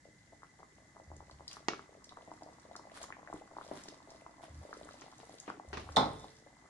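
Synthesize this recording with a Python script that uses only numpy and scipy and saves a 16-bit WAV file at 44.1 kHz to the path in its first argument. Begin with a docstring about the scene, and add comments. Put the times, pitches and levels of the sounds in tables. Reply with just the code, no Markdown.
"""Thick stew simmers in a pot on a gas ring, close by, in a small kitchen: damped bubble blips over a noise bed.
A wooden spoon squelches through it (crackle, smacks), rasps along a bowl (stick-slip noise)
and knocks bowl and pot (cracks with ringing modes); a lump drops in; the pot thrums (low sine and noise).
The gas ring hisses (shaped noise). Near the end the empty bowl is set down on the worktop with a clink
and a hollow thud (impacts and modes) and rocks to rest."""
import sys
import numpy as np
from scipy import signal
from scipy.fft import rfft, irfft, next_fast_len
from scipy.io import wavfile

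SR = 44100
rng = np.random.default_rng(int(sys.argv[2]) if len(sys.argv) > 2 else 0)


def waveform_to_disk(signal):
    """Save audio, clipped to [-1, 1], as 16-bit WAV at the path in sys.argv[1]."""
    frames = np.transpose(np.atleast_2d(signal))
    scaled = np.clip(frames, -1, 1) * 32767
    samples = np.round(scaled).astype(np.int16)
    wavfile.write(sys.argv[1], SR, samples)


N = 295029

# left-right likeness of the sound field: (frequency [Hz], correlation [-1..1])
LIKENESS = [(100, .94), (280, .9), (550, .45), (1000, .05), (2000, .2), (4000, .25), (10000, 0)]
# kitchen reverberation: (frequency [Hz], t60 [s])
ROOM_DECAY = [(100, 0.48), (400, 0.37), (1000, 0.19), (3000, 0.35), (10000, 0.24)]
# spectrum of wet food being rubbed: (frequency [Hz], relative density [dB])
WET_SPECTRUM = [(200, -2), (1000, 10), (2000, 6.5), (2700, -1.5), (3800, 3.5), (6000, -4), (8000, -3),
                (11000, -3.5)]


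def amp(db):
    """Decibels to gain."""
    return 10 ** (np.asarray(db) / 20)


def unit(x):
    """Scale to rms 1."""
    return x / np.sqrt(np.mean(x ** 2) + 1e-20)


def along(points, hz):
    """Interpolate (Hz, value) points on a log frequency axis."""
    f, v = np.transpose(points)
    return np.interp(np.log(hz + 1), np.log(f + 1), v)


def add(track, start_s, sound):
    """Mix a sound into a track at start_s."""
    part = track[..., max(0, round(start_s * SR)):][..., :sound.shape[-1]]
    part += sound[..., :part.shape[-1]]


def filtered(x, response):
    """Apply a frequency response through a zero-padded FFT."""
    n = x.shape[-1]
    m = next_fast_len(n + SR // 4)
    return irfft(rfft(x, m) * response(np.fft.rfftfreq(m, 1 / SR)), m)[..., :n]


def coloured(x, spectrum, size=4096):
    """Causal minimum-phase filter of energy 1 with the given spectrum."""
    level_db = along(spectrum, np.fft.rfftfreq(size, 1 / SR))
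    cepstrum = irfft(np.log(amp(level_db)))
    cepstrum[1:size // 2] *= 2  # fold the cepstrum onto positive time
    cepstrum[size // 2 + 1:] = 0
    kernel = irfft(np.exp(rfft(cepstrum)))
    kernel /= np.linalg.norm(kernel)
    return signal.fftconvolve(x, kernel[None], axes=1)[:, :x.shape[1]]


def half_angle(hz):
    """Half the angle whose cosine is the left-right likeness."""
    return np.arccos(np.clip(along(LIKENESS, hz), -1, 1)) / 2


def diffuse(pair):
    """Two unrelated signals become a sound field: alike in the bass, apart in the treble."""
    def mid_side_gain(hz):
        return np.array([np.cos(half_angle(hz)), np.sin(half_angle(hz))])

    mid, side = filtered(pair, mid_side_gain)
    return np.array([mid + side, mid - side])


def diffuse_noise(n):
    """White stereo noise with the field's left-right likeness."""
    return diffuse(rng.standard_normal((2, n)))


def dying(decay):
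    """Half a second of stereo noise in which each frequency dies at its own t60."""
    hz, t, z = signal.stft(diffuse_noise(SR // 2), SR, nperseg=256)
    fade = amp(-60 * t / along(decay, hz)[:, None])
    return signal.istft(z * fade, SR, nperseg=256)[1][:, :SR // 2]


def placed(x, left_db, lag_ms):
    """A near source reaches the left channel earlier and louder."""
    side = np.array([[1], [-1]]) / 2
    lag_s = lag_ms * 10 ** -3
    return amp(side * left_db) * filtered(x, lambda hz: np.exp(2j * np.pi * hz * side * lag_s))


def kitchen(x, size=22000):
    """Room answer as convolution with dying noise, redrawn for every block of size samples."""
    wet = np.zeros((2, N))
    onset = 1 - np.exp(-np.arange(SR // 2) / SR / 0.00052)
    for start in range(0, N, size):
        tail = dying(ROOM_DECAY) * onset
        tail /= np.linalg.norm(tail[0])
        add(wet, start / SR, signal.fftconvolve(x[None, start:start + size], tail, axes=1))
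    return wet


def blips(start_s, db, hz, swell_cycles, size=1000):
    """Heavily damped cavities: each peaks swell_cycles after its start, then dies away."""
    cycles = hz[:, None] * np.arange(size) / SR
    age = cycles / swell_cycles
    envelope = age ** 2 * np.exp(2 - 2 * age)
    waves = -amp(db)[:, None] * envelope * np.cos(2 * np.pi * cycles)
    first = np.round(np.abs(start_s) * SR).astype(int)
    index = first[:, None] + np.arange(size)
    return np.bincount(index.ravel(), waves.ravel(), N)[:N]


def swarm(pitch_hz, spread, scatter_db, swell_cycles, count, size=1000):
    """Many small blips at random times, rms 1; spread is in log pitch."""
    chance = rng.standard_normal((count, 2))
    start_s = rng.uniform(0, N / SR, count)
    db = scatter_db * np.minimum(chance[:, 0], 2)
    hz = pitch_hz * np.exp(spread * chance[:, 1])
    return unit(blips(start_s, db, hz, swell_cycles, size=size))


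def ringing(modes, attack_s):
    """Decaying modes struck at once, at a different phase in each channel."""
    t = np.arange(SR // 2) / SR
    out = np.zeros((2, len(t)))
    for hz, db, t60 in modes:
        apart = half_angle(hz) * np.array([[1], [-1]])
        out += amp(db - 60 * t / t60) * np.sin(2 * np.pi * (hz * t + rng.random()) + apart)
    return out * (1 - np.exp(-t / attack_s))


def impact(push, t60_s):
    """One firm push followed by a brief rattle of the touching surfaces."""
    t = np.arange(SR // 2) / SR
    return push * (t == 0) + diffuse_noise(len(t)) * amp(-60 * t / t60_s)


def burner():
    """The gas ring hisses steadily as shaped noise and sings faintly near 2 kHz in its ports."""
    # (frequency [Hz], relative density [dB])
    flame = [(25, -32), (55, 6), (90, 3.5), (140, 5.5), (300, -1.5), (450, -11), (900, -9.5), (1250, -16),
             (1750, -4.5), (2200, -14), (2500, -22.5), (5500, -15.5), (7100, -12), (8200, -17.5),
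             (11000, -26)]
    hiss = amp(-65.5) * coloured(diffuse_noise(N), flame)
    song = filtered(diffuse_noise(N), lambda hz: 1 / (1 + ((hz - 2015) / 55) ** 2))
    return hiss + amp(-71.5) * unit(song)


def rocking(count=6):
    """(time [s], level [dB]) of the bowl's foot touching, ever closer together and weaker."""
    start_s, first_gap_s, shrink = 6.115, 0.043, 0.74
    first_db, loss_db = -59.5, 0.3  # loss at each touch
    k = np.arange(count)
    gaps_s = first_gap_s * shrink ** k
    return zip(start_s + np.cumsum(gaps_s) - gaps_s, first_db - loss_db * k)


def bowl_down():
    """The bowl's foot clinks, booms through the modes of the worktop and rocks to rest."""
    # modes of the glaze: (frequency [Hz], level [dB], t60 [s])
    glaze = [(2880, -25.5, 0.12), (3440, -7.5, 0.22), (3526, -4.5, 0.16), (3565, -0.5, 0.13),
             (3700, -5, 0.177), (3610, -7.5, 0.15), (3770, -8.5, 0.2), (4380, -18, 0.13),
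             (5060, -17.5, 0.41), (5220, -14, 0.22)]
    # modes of the hollow worktop: (frequency [Hz], level [dB], t60 [s])
    worktop = [(106.5, -11.5, 0.68), (150.6, -4.5, 0.5), (205, -2, 0.38), (260, 0.5, 0.32),
               (308.6, -12, 0.67), (424, 0.5, 0.21), (440.4, -13.5, 0.98), (563, -4, 0.26),
               (600, -11.5, 0.21), (670, -2, 0.37), (710, -1, 0.3), (757, -4.5, 0.3), (807, 0.5, 0.34),
               (835, -4, 0.3), (876, 2, 0.36), (907, 1, 0.28), (1050, -0.5, 0.39), (1289, 4, 0.15),
               (1400, -9, 0.32)]
    # (frequency [Hz], relative density [dB])
    clink = [(1500, -54.5), (2900, -17.5), (3550, 4), (3900, -2), (4230, 3), (4550, -35), (5100, -15.5),
             (6500, -17), (11000, -26.5)]
    # (frequency [Hz], relative density [dB])
    thud = [(25, -42.5), (50, -7), (100, -8.5), (250, -6.5), (500, -0.5), (850, 3), (1280, 1),
            (1650, -12.5), (2050, -10.5), (2800, -28), (5000, -15.5), (8000, -39), (12000, -51)]
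    # (frequency [Hz], t60 [s])
    thud_decay = [(100, 0.89), (400, 0.5), (1000, 0.38), (2500, 0.39), (10000, 0.18)]
    out = np.zeros((2, N))
    for start_s, db in [(5.962, -26), (5.968, -24.5)]:
        touch = impact(push=3.0, t60_s=0.02) + amp(-10.0) * dying(ROOM_DECAY)
        add(out, start_s, amp(db) * coloured(touch, clink))
    add(out, 5.963, amp(-28.0) * ringing(glaze, attack_s=0.001))
    landing = amp(-20.5) * impact(push=6, t60_s=0.031) + amp(-25.0) * dying(thud_decay)
    add(out, 5.9678, coloured(landing, thud))
    add(out, 5.968, amp(-30.5) * ringing(worktop, attack_s=0.0068))
    for start_s, db in rocking():
        touch = ringing(glaze, attack_s=0.0021) + amp(-7.5) * ringing(worktop, attack_s=0.0046)
        add(out, start_s, amp(db) * touch)
    return out * amp([[-0.8], [0.8]])  # slightly to the right


def pot():
    """Pushed by the spoon, the heavy pot thrums on its stand: a low tone with juddering noise."""
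    # (time [s], level [dB], length [s], pitch [Hz])
    thrums = [(1.069, -52, 0.17, 78.7), (1.267, -59.5, .2, 71.7), (4.488, -49.5, 0.16, 77.2),
              (5.677, -48, 0.16, 73.5), (5.851, -48.5, 0.11, 77.5)]

    def judder_band(f):
        return 1 / (1 + (f / 150) ** 4) * f * f / (f * f + 45 ** 2)

    out = np.zeros((2, N))
    for start_s, db, length_s, hz in thrums:
        t = np.arange(int(length_s * SR)) / SR
        judder = unit(filtered(rng.standard_normal(len(t)), judder_band))
        arch = np.sin(np.pi * t / length_s) ** 0.4
        add(out, start_s, amp(db) * arch * (np.sin(2 * np.pi * hz * t) + 0.46 * judder))
    return out


def knocks_and_thump():
    """Wood on bowl or pot, and the dull thump of a lump dropping at 3.713 s: crack, modes, room ring."""
    # (time [s], level [dB], low-pass cutoff [Hz], relative room ring [dB])
    blows = [(1.6845, -20.5, 6400, -13), (3.7133, -36, 790, 0), (3.884, -45, 5000, -22),
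             (5.019, -42.5, 4970, -8), (5.201, -50, 5000, -4.5), (5.478, -41, 1950, 4),
             (5.7302, -38, 3500, 2), (5.738, -39.5, 4500, -4), (5.772, -34.5, 3600, -3),
             (5.779, -43, 4500, -4.5)]
    # spectrum of the blow: (frequency [Hz], relative density [dB])
    wood = [(25, -46.5), (60, -25), (180, -2.5), (400, 2), (560, -5), (800, 0), (1100, 1), (1550, -6.5),
            (1950, -9.5), (2350, -9), (2750, -9), (3500, -11), (6200, -8), (7800, -22), (12000, -35)]
    # modes of the struck vessel: (frequency [Hz], level [dB], t60 [s])
    vessel = [(320, -3, 0.18), (435, -11, 0.21), (700, -6, 0.23), (1355, -3.5, 0.28), (1910, 13, 0.04),
              (2224, -6, 0.33), (2750, -0.5, 0.14)]
    out = np.zeros((2, N))
    for start_s, db, cutoff_hz, ring_db in blows:
        crack = amp(-3.0) * impact(push=6.2, t60_s=0.025)
        room = amp(ring_db - 4) * dying(ROOM_DECAY)
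        blow = coloured(crack + room, wood) + amp(-21.5) * ringing(vessel, attack_s=0.00041)
        b, a = signal.butter(2, min(cutoff_hz, SR / 3), fs=SR)
        add(out, start_s, amp(db) * signal.lfilter(b, a, blow))
    return out


def scraping():
    """The spoon's edge sticks and slips along the smeared bowl: noise with a jittering grip."""
    # (time [s], length [s], level [dB])
    scrapes = [(1.495, 0.095, -58), (2.94, 0.053, -51.5), (3.009, 0.048, -51), (3.723, .11, -57.5),
               (4.416, 0.045, -56.5)]
    slips = np.zeros((2, N))
    for start_s, length_s, db in scrapes:
        t = np.arange(int(length_s * SR)) / SR
        grip = np.interp(t, np.linspace(0, length_s, num=50), amp(6 * rng.standard_normal(50)))
        arch = np.sin(np.pi * t / length_s) ** 0.5
        add(slips, start_s, amp(db) * arch * unit(grip * rng.standard_normal((2, len(t)))))
    rasp = coloured(diffuse(slips), WET_SPECTRUM)
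    return rasp + amp(-5.5) * kitchen(rasp[0], size=N)


def spoon_effort():
    """Drive in dB for the food's wet noise: every stroke swells and fades in an arch."""
    # (time [s], length [s], level [dB])
    strokes = [(1.153, 0.8, -77), (2.0, 1, -75), (2.904, 0.21, -63.5), (3.285, 0.15, -67.5),
               (3.52, 0.48, -63.5), (3.99, 0.29, -72), (4.417, 0.8, -66), (5.094, 0.46, -66.5),
               (5.64, 0.81, -63.5)]
    resting_db = -79.5  # food left alone
    arch_power = 0.7  # below 1: swells quickly and holds
    t = np.arange(N) / SR
    power = amp(resting_db) ** 2
    for start_s, length_s, db in strokes:
        phase = np.clip((t - start_s) / length_s, 0, 1)
        arch = np.abs(np.sin(np.pi * phase)) ** arch_power
        power = power + (amp(db) * arch) ** 2
    return 10 * np.log10(power)


def ticks(stir_db, count=100):
    """(time [s], level [dB], pitch [Hz]) of lesser films tearing, louder the harder the spoon works."""
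    mean_gap_s, over_stir_db, centre_hz = 0.085, 11.5, 5500
    chance = rng.uniform(-1.1, 1, (count, 3))
    start_s = mean_gap_s * (np.arange(count) + 1 + chance[:, 0])
    db = np.interp(start_s, np.arange(N) / SR, stir_db) + over_stir_db + 4.7 * chance[:, 1]
    return list(zip(start_s, db, centre_hz * np.exp(0.28 * chance[:, 2])))


def smack(peak_db, hz, t60_s, width_hz):
    """A wet film tears: a few milliseconds of noise in a broad resonance."""
    def resonance(f):
        return (1j * f * width_hz / (hz * hz - f * f + 1j * f * width_hz)) ** 2

    t = np.arange(SR // 20) / SR
    tear = rng.standard_normal(len(t)) * amp(-60 * t / t60_s)
    film = filtered(tear, resonance)
    return amp(peak_db) * film / np.abs(film).max()


def stirring():
    """Wet food squelches under the spoon: a fine crackle, smeared noise and single smacks."""
    # loudest films snapping: (time [s], relative level [dB], pitch [Hz])
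    smacks = [(1.1653, -53.5, 6430), (1.311, -51.5, 4200), (1.479, -37, 4930), (1.513, -44, 3720),
              (1.5302, -41.5, 5440), (2.0427, -48, 5460), (2.0923, -47, 4000), (2.433, -52, 5230),
              (2.7634, -44.5, 5170), (3.03, -40.5, 6300), (3.886, -41, 4960), (4.1038, -50, 5500),
              (4.8484, -55, 7050), (5.011, -49.5, 6210), (5.4003, -43, 6500)]
    stir_db = spoon_effort()
    grains = swarm(pitch_hz=5200, spread=0.35, scatter_db=6.5, swell_cycles=1.1, count=2000, size=200)
    crackle = amp(stir_db - 2) * grains
    smear = amp(stir_db + 1.5) * coloured(diffuse_noise(N), WET_SPECTRUM)
    for start_s, db, hz in smacks + ticks(stir_db):
        add(crackle, start_s, smack(db + 6, hz, t60_s=0.018, width_hz=2560))
    near = placed(crackle, left_db=2, lag_ms=0.1)
    return near + amp(-4.5) * kitchen(crackle) + smear


def neighbours(start_s, db, hz, count=2):
    """Each big plop is joined by smaller, mostly deeper ones scattered just before or after it."""
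    spread_s, mean_db, pitch_ratio = 0.021, -49.5, 0.87
    chance = rng.standard_normal((len(start_s), count, 3))
    when_s = start_s[:, None] + spread_s * chance[..., 0]
    level_db = mean_db + 0.28 * (db - db.mean())[:, None] + 1.8 * chance[..., 1]
    pitch_hz = hz[:, None] * pitch_ratio * np.exp(0.16 * chance[..., 2])
    return blips(when_s.ravel(), level_db.ravel(), pitch_hz.ravel(), swell_cycles=0.54)


def rising(simmer_db, count=120):
    """Middling bubbles surface at a loose pace, stronger as the stew boils harder."""
    mean_gap_s, over_simmer_db, centre_hz = 0.09, 14.5, 780
    chance = rng.uniform(-1, 1, (count, 3))
    start_s = mean_gap_s * (np.arange(count) + 1 + 0.7 * chance[:, 0])
    db = np.interp(start_s, np.arange(N) / SR, simmer_db) + over_simmer_db + 2.5 * chance[:, 1]
    return blips(start_s, db, centre_hz * np.exp(0.34 * chance[:, 2]), swell_cycles=1.0)


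def pot_air(x):
    """The hollow over the stew booms softly after each plop: parallel resonances."""
    # (frequency [Hz], width [Hz], level [dB])
    hollows = [(305, 11.4, 6.5), (662, 48, -9.5), (1790, 200, -4.5)]

    def response(f):
        return sum(amp(db) * 1j * f * width / (hz * hz - f * f + 1j * f * width)
                   for hz, width, db in hollows)

    return filtered(x, response)


def bubbles():
    """Big bubbles and falling lumps plop as damped blips over small bubbles and a noise bed."""
    # big bubbles bursting, and a lump plopping in at 3.713 s: (time [s], relative level [dB], pitch [Hz])
    pops = [(0.0539, -49, 587), (0.3314, -49, 700), (0.432, -41.5, 1160), (0.603, -48.5, 820),
            (0.6302, -43.5, 1020), (0.9668, -45, 950), (0.999, -44.5, 790), (1.116, -41, 806),
            (1.2047, -42, 870), (1.2973, -45.5, 1010), (1.4067, -42, 834), (1.5686, -39.5, 1140),
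            (1.7344, -31, 1270), (1.7933, -38, 1190), (2.122, -43.5, 1020), (2.1718, -39.5, 1090),
            (2.2756, -46, 770), (2.316, -37, 880), (2.4216, -40, 746), (2.488, -45.5, 740),
            (2.7125, -42, 710), (2.7542, -37, 1200), (2.7949, -42.5, 950), (3.0399, -39, 1050),
            (3.104, -37, 1110), (3.1245, -34.5, 1880), (3.2744, -39.5, 1570), (3.2997, -41, 724),
            (3.3279, -33.5, 940), (3.4204, -44.5, 780), (3.513, -46, 865), (3.5673, -35.5, 890),
            (3.585, -34, 980), (3.612, -39, 1200), (3.7132, -32.5, 660), (4.1181, -48.5, 594),
            (4.2639, -39, 1000), (4.4361, -41.5, 810), (4.7292, -34, 1270), (4.8124, -42, 635),
            (4.8895, -41, 1260), (5.2313, -46, 820), (5.2942, -44, 690), (5.3395, -47, 495),
            (5.4805, -40.5, 684), (5.5013, -30, 1220), (5.5976, -37.5, 870), (5.8897, -37.5, 1140),
            (6.2432, -39.5, 830), (6.464, -50, 564)]
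    # further lumps of food falling in: (time [s], level [dB], pitch [Hz])
    lump_falls = [(3.3417, -34, 337), (3.8842, -43, 344)]
    # how hard the stew boils: (time [s], relative level [dB])
    boil = [(0.0, -87), (0.8, -72), (1.6, -67.5), (2.0, -66.5), (2.6, -64), (3.15, -60.5), (3.45, -66.5),
            (3.85, -61.5), (4.3, -64), (4.9, -61), (5.4, -69.5), (6.1, -58), (6.35, -76.5), (6.69, -65)]
    # simmer bed: (frequency [Hz], relative density [dB])
    simmer = [(60, -8), (140, -2), (310, 10), (450, -13.5), (700, -7), (1100, 3), (1600, -9), (2600, -16.5),
              (5000, -48)]
    boil_s, boil_db = np.transpose(boil)
    simmer_db = np.interp(np.arange(N) / SR, boil_s, boil_db)
    start_s, db, hz = np.transpose(pops)
    big_plops = amp(2.0) * blips(start_s, db, hz, swell_cycles=0.89)
    # the thick stew slumps back into each crater, later, weaker and deeper
    slumps = blips(start_s + 0.0015, db - 15.5, hz * 0.39, swell_cycles=0.73)
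    lumps = blips(*np.transpose(lump_falls), swell_cycles=0.48)
    grains = swarm(pitch_hz=780, spread=0.28, scatter_db=6.0, swell_cycles=0.97, count=500)
    small = amp(simmer_db - 1) * grains
    plops = big_plops + slumps + lumps + neighbours(start_s, db, hz) + rising(simmer_db) + small
    bed = amp(simmer_db - 2.0) * coloured(diffuse_noise(N), simmer)
    near = placed(plops, left_db=2.8, lag_ms=0.17)
    return near + amp(-5.0) * kitchen(plops) + pot_air(plops) + bed


def scene():
    """Everything at the stove and the worktop."""
    return burner() + bowl_down() + pot() + knocks_and_thump() + scraping() + stirring() + bubbles()


def record(dry):
    """Steep band limit: half gain at 11.4 kHz, nothing from 12.1 kHz up."""
    half_gain_hz, stop_hz = 11400, 12100
    return filtered(dry, lambda hz: (hz < stop_hz) / (1 + (hz / half_gain_hz) ** 50))


dry = scene()
out = record(dry)
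waveform_to_disk(out)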